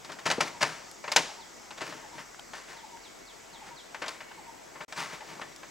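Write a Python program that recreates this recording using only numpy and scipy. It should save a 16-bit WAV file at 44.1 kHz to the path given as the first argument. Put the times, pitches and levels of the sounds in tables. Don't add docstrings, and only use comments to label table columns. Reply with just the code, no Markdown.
import sys
import numpy as np
from scipy import signal
from scipy.fft import rfft, irfft, next_fast_len
from scipy.io import wavfile
from scipy.ndimage import uniform_filter1d

SR = 44100
rng = np.random.default_rng(int(sys.argv[2]) if len(sys.argv) > 2 else 0)


def dump_mix(stems):
    frames = np.atleast_2d(stems).T
    limited = np.clip(frames, -1, 1)
    pcm = np.round(limited * 32767).astype(np.int16)
    wavfile.write(sys.argv[1], SR, pcm)


N = 251458

# (frequency [Hz], level per Hz [dB])
LOAD_SPECTRUM = [(40, -55), (90, -19), (150, 3.5), (210, -1.5), (330, 1.5), (600, -6), (1500, -50)]


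def amp(db):
    return 10 ** (np.asarray(db) / 20)


def unit(x):
    return x / np.sqrt(np.mean(x ** 2) + 1e-20)


def along(points, hz):
    freqs, values = np.transpose(points)
    return np.interp(np.log(hz + 1), np.log(freqs + 1), values)


def add(track, s, sound):
    part = track[max(round(s * SR), 0):][:len(sound)]
    part += sound[:len(part)]


def filtered(x, response):
    n = x.shape[-1]
    padded = next_fast_len(n + 8192)
    return irfft(rfft(x, padded) * response(np.fft.rfftfreq(padded, 1 / SR)), padded)[..., :n]


def coloured(x, spectrum):
    return unit(filtered(x, lambda hz: amp(along(spectrum, hz))))


def placed(x, balance):
    return filtered(x, lambda hz: amp(np.outer([.5, -.5], along(balance, hz))))


def narrow(shape, centre_hz, width_hz):
    def resonance(hz):
        damping = 1j * hz * width_hz
        return (damping / (centre_hz ** 2 - hz ** 2 + damping)) ** 2
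    return unit(filtered(rng.standard_normal(shape), resonance))


def rush(spectrum, likeness, patchy_db):
    noise = signal.stft(rng.standard_normal((2, N)), nperseg=512)[2]
    patches = uniform_filter1d(rng.standard_normal(noise.shape[1:]), size=6, axis=0)
    patches = uniform_filter1d(patches, size=14, axis=1)
    pair = signal.istft(noise * amp(patchy_db * unit(patches)), nperseg=512)[1][:, :N]
    spread = lambda hz: np.arccos(np.clip(along(likeness, hz), -1, 1)) / 2
    mid, side = filtered(pair, lambda hz: np.array([np.cos(spread(hz)), np.sin(spread(hz))]))
    return coloured(np.array([mid + side, mid - side]), spectrum)


def air_and_insects():
    # (frequency [Hz], level per Hz [dB])
    air_spectrum = [(32, -21), (55, -13.5), (107, -10), (152, -9), (366, -4.5), (393, -6), (693, -3.5),
                    (921, -7), (1170, -8.5), (2160, -10.5), (2550, -13.5), (3550, -16.5), (7400, -19),
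                    (8740, -26), (15800, -31)]
    # (frequency [Hz], likeness [-1 to 1])
    air_likeness = [(60, -0.37), (350, 0.25), (580, -0.52), (950, 0.39), (2400, 0.39), (6000, 0.73),
                    (9000, 0.46), (15000, 0.54)]
    # (frequency [Hz], level per Hz [dB])
    chorus_spectrum = [(3500, -67), (4500, -5), (5200, -1), (6600, 0.5), (7400, -1), (8400, -15.5),
                       (12000, -46)]
    # (time [s], level [dB])
    chorus_swell = [(0, -60.5), (.9, -55), (3.2, -59.5), (4.6, -62), (5.7, -58.5)]
    # (frequency [Hz], left over right [dB])
    balance = [(60, 0), (110, 2), (200, 5), (380, 3.5), (700, 4), (1290, 3.5), (2380, 1), (4400, -1),
               (8120, -1), (15000, 0.5)]
    air = amp(-50.5) * rush(air_spectrum, air_likeness, patchy_db=1.5)
    swell_db = np.interp(np.arange(N) / SR, *np.transpose(chorus_swell))
    chorus = amp(swell_db) * rush(chorus_spectrum, likeness=[(6000, .9)], patchy_db=1.2)
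    shrill = amp(-63) * narrow((2, N), centre_hz=7760, width_hz=460)
    return placed(air + chorus, balance) + shrill


def camera_motor():
    # (centre [Hz], width [Hz], level [dB])
    whir_bands = [(40, 16, -80), (1978, 110, -70), (2217, 19, -67)]
    hum_hz = 40.5
    hum = amp(-73) * unit(np.sin(2 * np.pi * hum_hz * np.arange(N) / SR))
    return hum + sum(amp(db) * narrow(N, centre, width) for centre, width, db in whir_bands)


def grit(spectrum, rough_db, grain_s):
    grain_index = np.arange(SR) / SR / grain_s
    strength = np.interp(grain_index, np.arange(SR), rng.standard_normal(SR))
    return coloured(rng.standard_normal(SR) * amp(rough_db * strength), spectrum)


def stroke(rise, t60):
    t = np.arange(SR) / SR
    return np.minimum(t / max(rise, 1 / SR), 1) * amp(-60 * np.maximum(t - rise, 0) / t60)


def load_shake(rise):
    db_per_doubling, reference_rise_s = 4.5, 0.0039
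    return amp(db_per_doubling * np.log2(rise / reference_rise_s))


def blows():
    # (time [s], rise [s], knock level [dB], crack level [dB])
    hits = [(.045, .004, -45, -45.5), (.085, 0.018, -41.5, -52), (.116, 0.0048, -43.5, -41.5),
            (.184, 0.0062, -44, -46.5), (.254, 0.011, -24, -27.5), (.300, 0.0024, -27, -27),
            (.310, 0.0039, -23.5, -25.5), (.404, 0.0049, -22, -22), (.607, 0.0081, -26.5, -27.5),
            (.623, .006, -22, -25.5), (1.040, 0.0013, -34, -45), (1.077, 0.0034, -32, -43),
            (1.118, 0.00081, -27, -21), (1.161, 0.00079, -14.5, -12), (1.166, 0.0094, -25.5, -28),
            (1.705, 0.0048, -40.5, -46), (1.773, 0.0076, -43, -46), (1.803, 0.013, -33, -40.5),
            (1.924, 0.00083, -38, -47), (2.181, 0.0015, -40, -55), (2.534, 0.00056, -38, -39),
            (3.945, 0.00088, -34, -48), (4.017, 0.0049, -30.5, -38.5), (4.039, 0.002, -36, -51),
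            (4.060, 0.0026, -36, -41), (4.081, 0.00064, -33.5, -27), (4.204, 0.0034, -38.5, -48),
            (4.313, 0.0014, -45.5, -65), (4.75, 0.0089, -45.5, -72), (4.802, 0.0088, -36.5, -47.5),
            (4.923, 0.0015, -37, -38.5), (5.207, .001, -41.5, -49), (5.413, 0.0034, -34.5, -48),
            (5.631, 0.0018, -42.5, -60)]
    # (frequency [Hz], level per Hz [dB])
    knock_spectrum = [(150, -57), (330, -20), (600, -1.5), (1100, -2), (1900, -2), (2700, -7.5),
                      (5000, -18), (12000, -69)]
    # (frequency [Hz], level per Hz [dB])
    crack_spectrum = [(900, -63), (2200, 0.5), (3000, -1), (5000, 2), (6800, -2.5), (8500, -9.5),
                      (11000, -19.5), (16000, -25)]
    out = np.zeros(N)
    for s, rise, knock_db, crack_db in hits:
        knock = stroke(rise, t60=0.086 + 3.7 * rise) * grit(knock_spectrum, rough_db=0.6, grain_s=0.0011)
        thud = stroke(rise, t60=0.24) * grit(LOAD_SPECTRUM, rough_db=3, grain_s=.002)
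        thud *= amp(-18) * load_shake(rise)
        crack = stroke(rise, t60=0.048 + 8.4 * rise) * grit(crack_spectrum, rough_db=5, grain_s=0.00051)
        add(out, s, amp(knock_db) * (knock + thud) + amp(crack_db) * crack)
    return out


def box_panels(contact):
    # (frequency [Hz], level [dB], t60 [s])
    modes = [(160, -2, .15), (440, -1, .08), (608, 4.5, .09), (925, 4, .1), (1060, 2, .07), (1345, -5, .1),
             (1560, -4, .06), (1778, 3, .1), (2025, -5, .09), (2330, -4, .07), (2900, -5, .04),
             (3620, -7, .05), (4570, -5, .04), (5672, -6, .06)]
    t = np.arange(SR // 2) / SR
    ring = np.zeros(len(t))
    for hz, db, t60 in modes:
        scale = np.log(1e6) / (t60 * SR)
        ring += scale * amp(db - 60 * t / t60) * np.cos(2 * np.pi * hz * t)
    return amp(-1) * contact + amp(-3) * signal.fftconvolve(contact, ring)[:N]


def forest(x, wet_db, likeness, blur_octaves):
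    # (frequency [Hz], t60 [s])
    decay_times = [(100, 0.76), (260, 0.93), (700, 0.63), (1900, 0.5), (5000, 0.62), (12000, 0.34)]
    hz, t, spectra = signal.stft(x, SR, nperseg=512)
    octave = np.log2(hz + hz[1])
    blur = np.exp(-.5 * ((octave[:, None] - octave) / blur_octaves) ** 2)
    power = blur / blur.sum(axis=1, keepdims=True) @ np.abs(spectra) ** 2
    fade = amp(-60 * t / along(decay_times, hz)[:, None]) ** 2 * (t > 0)
    lingering = signal.fftconvolve(power, fade / fade.sum(axis=1, keepdims=True), axes=1)[:, :len(t)]
    noise = signal.stft(rng.standard_normal((2, N)), nperseg=512)[2]
    mid, side = signal.istft(np.sqrt(np.abs(lingering)) * noise / noise.std(), nperseg=512)[1][:, :N]
    spread = np.arccos(np.clip(likeness, 0, 1)) / 2
    return x + amp(wet_db) * (np.cos(spread) * mid + np.outer([1, -1], np.sin(spread) * side))


def from_trunk(x):
    # (frequency [Hz], left over right [dB])
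    balance = [(60, 1), (110, 7), (200, 6.5), (380, 6), (700, 5.5), (1290, 3.5), (2380, 2.5), (4400, 0),
               (8120, -0.5), (15000, -2)]
    # (frequency [Hz], lead of the left [rad])
    port_phase = [(0, 0), (7670, -0.42), (8180, -1.4), (10800, 1.6), (13000, 2.5), (16400, -0.0)]
    return filtered(placed(x, balance), lambda hz: np.exp(1j * np.outer([.5, -.5], along(port_phase, hz))))


def bird_note(length_s, start_hz, end_hz, bend):
    progress = np.linspace(0, 1, int(length_s * SR))
    hz = end_hz + (start_hz - end_hz) * (1 - progress) ** bend
    hz *= rng.normal(1, 0.0125)
    tone = np.sqrt(2) * np.sin(np.pi * progress) * np.sin(2 * np.pi * np.cumsum(hz) / SR)
    heard = np.pad(tone, (0, SR // 10))
    for delay_s in rng.uniform(.004, .03, size=4):
        add(heard, delay_s, amp(-9 - 250 * delay_s) * tone)
    return heard


def barbet():
    starts = [.365, 1.205, 1.958, 2.752, 3.535, 4.298, 5.125]
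    # (delay [s], length [s], start pitch [Hz], end pitch [Hz], level [dB])
    phrase = [(0, .035, 950, 843, -3), (0.074, 0.036, 980, 751, 2.5), (0.165, .048, 970, 890, 0.5)]
    out = np.zeros(N)
    for s in starts:
        for delay, length, start_hz, end_hz, db in phrase:
            add(out, s + delay, amp(db - 48) * bird_note(length, start_hz, end_hz, bend=1.1))
    return out


def twigs():
    # (time [s], level [dB], pitch [Hz])
    snaps = [(.380, -27, 376), (0.912, -39, 5160), (2.344, -44, 1190), (2.392, -39, 1100),
             (2.394, -37.5, 2700), (2.971, -44, 2000), (5.395, -37, 776), (5.561, -42, 4470)]
    decay_cycles = 23
    out = np.zeros(N)
    for s, db, hz in snaps:
        envelope = stroke(rise=0.0024, t60=decay_cycles / hz)
        add(out, s, amp(db) * envelope * narrow(SR, hz, width_hz=1.2 * hz))
    return out


def scrapes():
    # (time [s], rise [s], t60 [s], level [dB])
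    drags = [(.44, 0.043, 0.072, -36), (.65, 0.014, 0.6, -38.5), (1.80, 0.078, 0.84, -44),
             (2.131, 0.078, 0.15, -45.5), (2.546, 0.0077, 0.36, -42.5), (2.67, .028, 0.43, -45),
             (3.61, 0.081, 0.13, -49.5), (4.091, 0.022, 0.47, -47.5), (4.95, 0.038, 0.49, -33.5),
             (5.099, 0.038, 0.2, -42), (5.199, 0.11, 1, -48.5)]
    # (frequency [Hz], level per Hz [dB])
    rasp_spectrum = [(150, -61), (450, -9), (1000, 0), (2000, 0.5), (3200, -6.5), (5500, -6.5), (8500, -15),
                     (11000, -23), (16000, -26)]
    out = np.zeros(N)
    for s, rise, t60, db in drags:
        rasp = grit(rasp_spectrum, rough_db=2.5, grain_s=0.0024)
        rumble = amp(-26.5) * load_shake(rise) * grit(LOAD_SPECTRUM, rough_db=3.5, grain_s=.006)
        add(out, s, amp(db) * stroke(rise, t60) * (rasp + rumble))
    return out


def small_bird():
    # (time [s], level [dB])
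    calls = [(1.383, -56), (2.749, -58), (3.02, -55), (3.255, -56), (3.513, -55), (3.75, -52.5)]
    out = np.zeros(N)
    for s, db in calls:
        add(out, s, amp(db) * bird_note(length_s=.072, start_hz=5300, end_hz=3000, bend=1.7))
    return out


def scene():
    box = box_panels(blows() + scrapes())
    haul = from_trunk(forest(box, wet_db=-11.5, likeness=0.89, blur_octaves=0.19))
    hoots = forest(barbet(), wet_db=-4, likeness=.6, blur_octaves=.03) * amp([[-1], [-3]])
    whistles = forest(small_bird(), wet_db=-2.5, likeness=0.23, blur_octaves=0.038)
    ticks = twigs() * amp([[1.5], [-1.5]])
    return haul + hoots + whistles + ticks + air_and_insects() + camera_motor()


def record(dry):
    start_s, end_s, dip_db = 4.85, 4.88, -38
    top_hz = 15900
    t = np.arange(N) / SR
    dropout_db = np.where((t > start_s) & (t < end_s), dip_db, 0.0)
    gain = amp(uniform_filter1d(dropout_db, size=130))
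    return filtered(dry * gain, lambda hz: hz < top_hz)


dry = scene()
out = record(dry)
dump_mix(out)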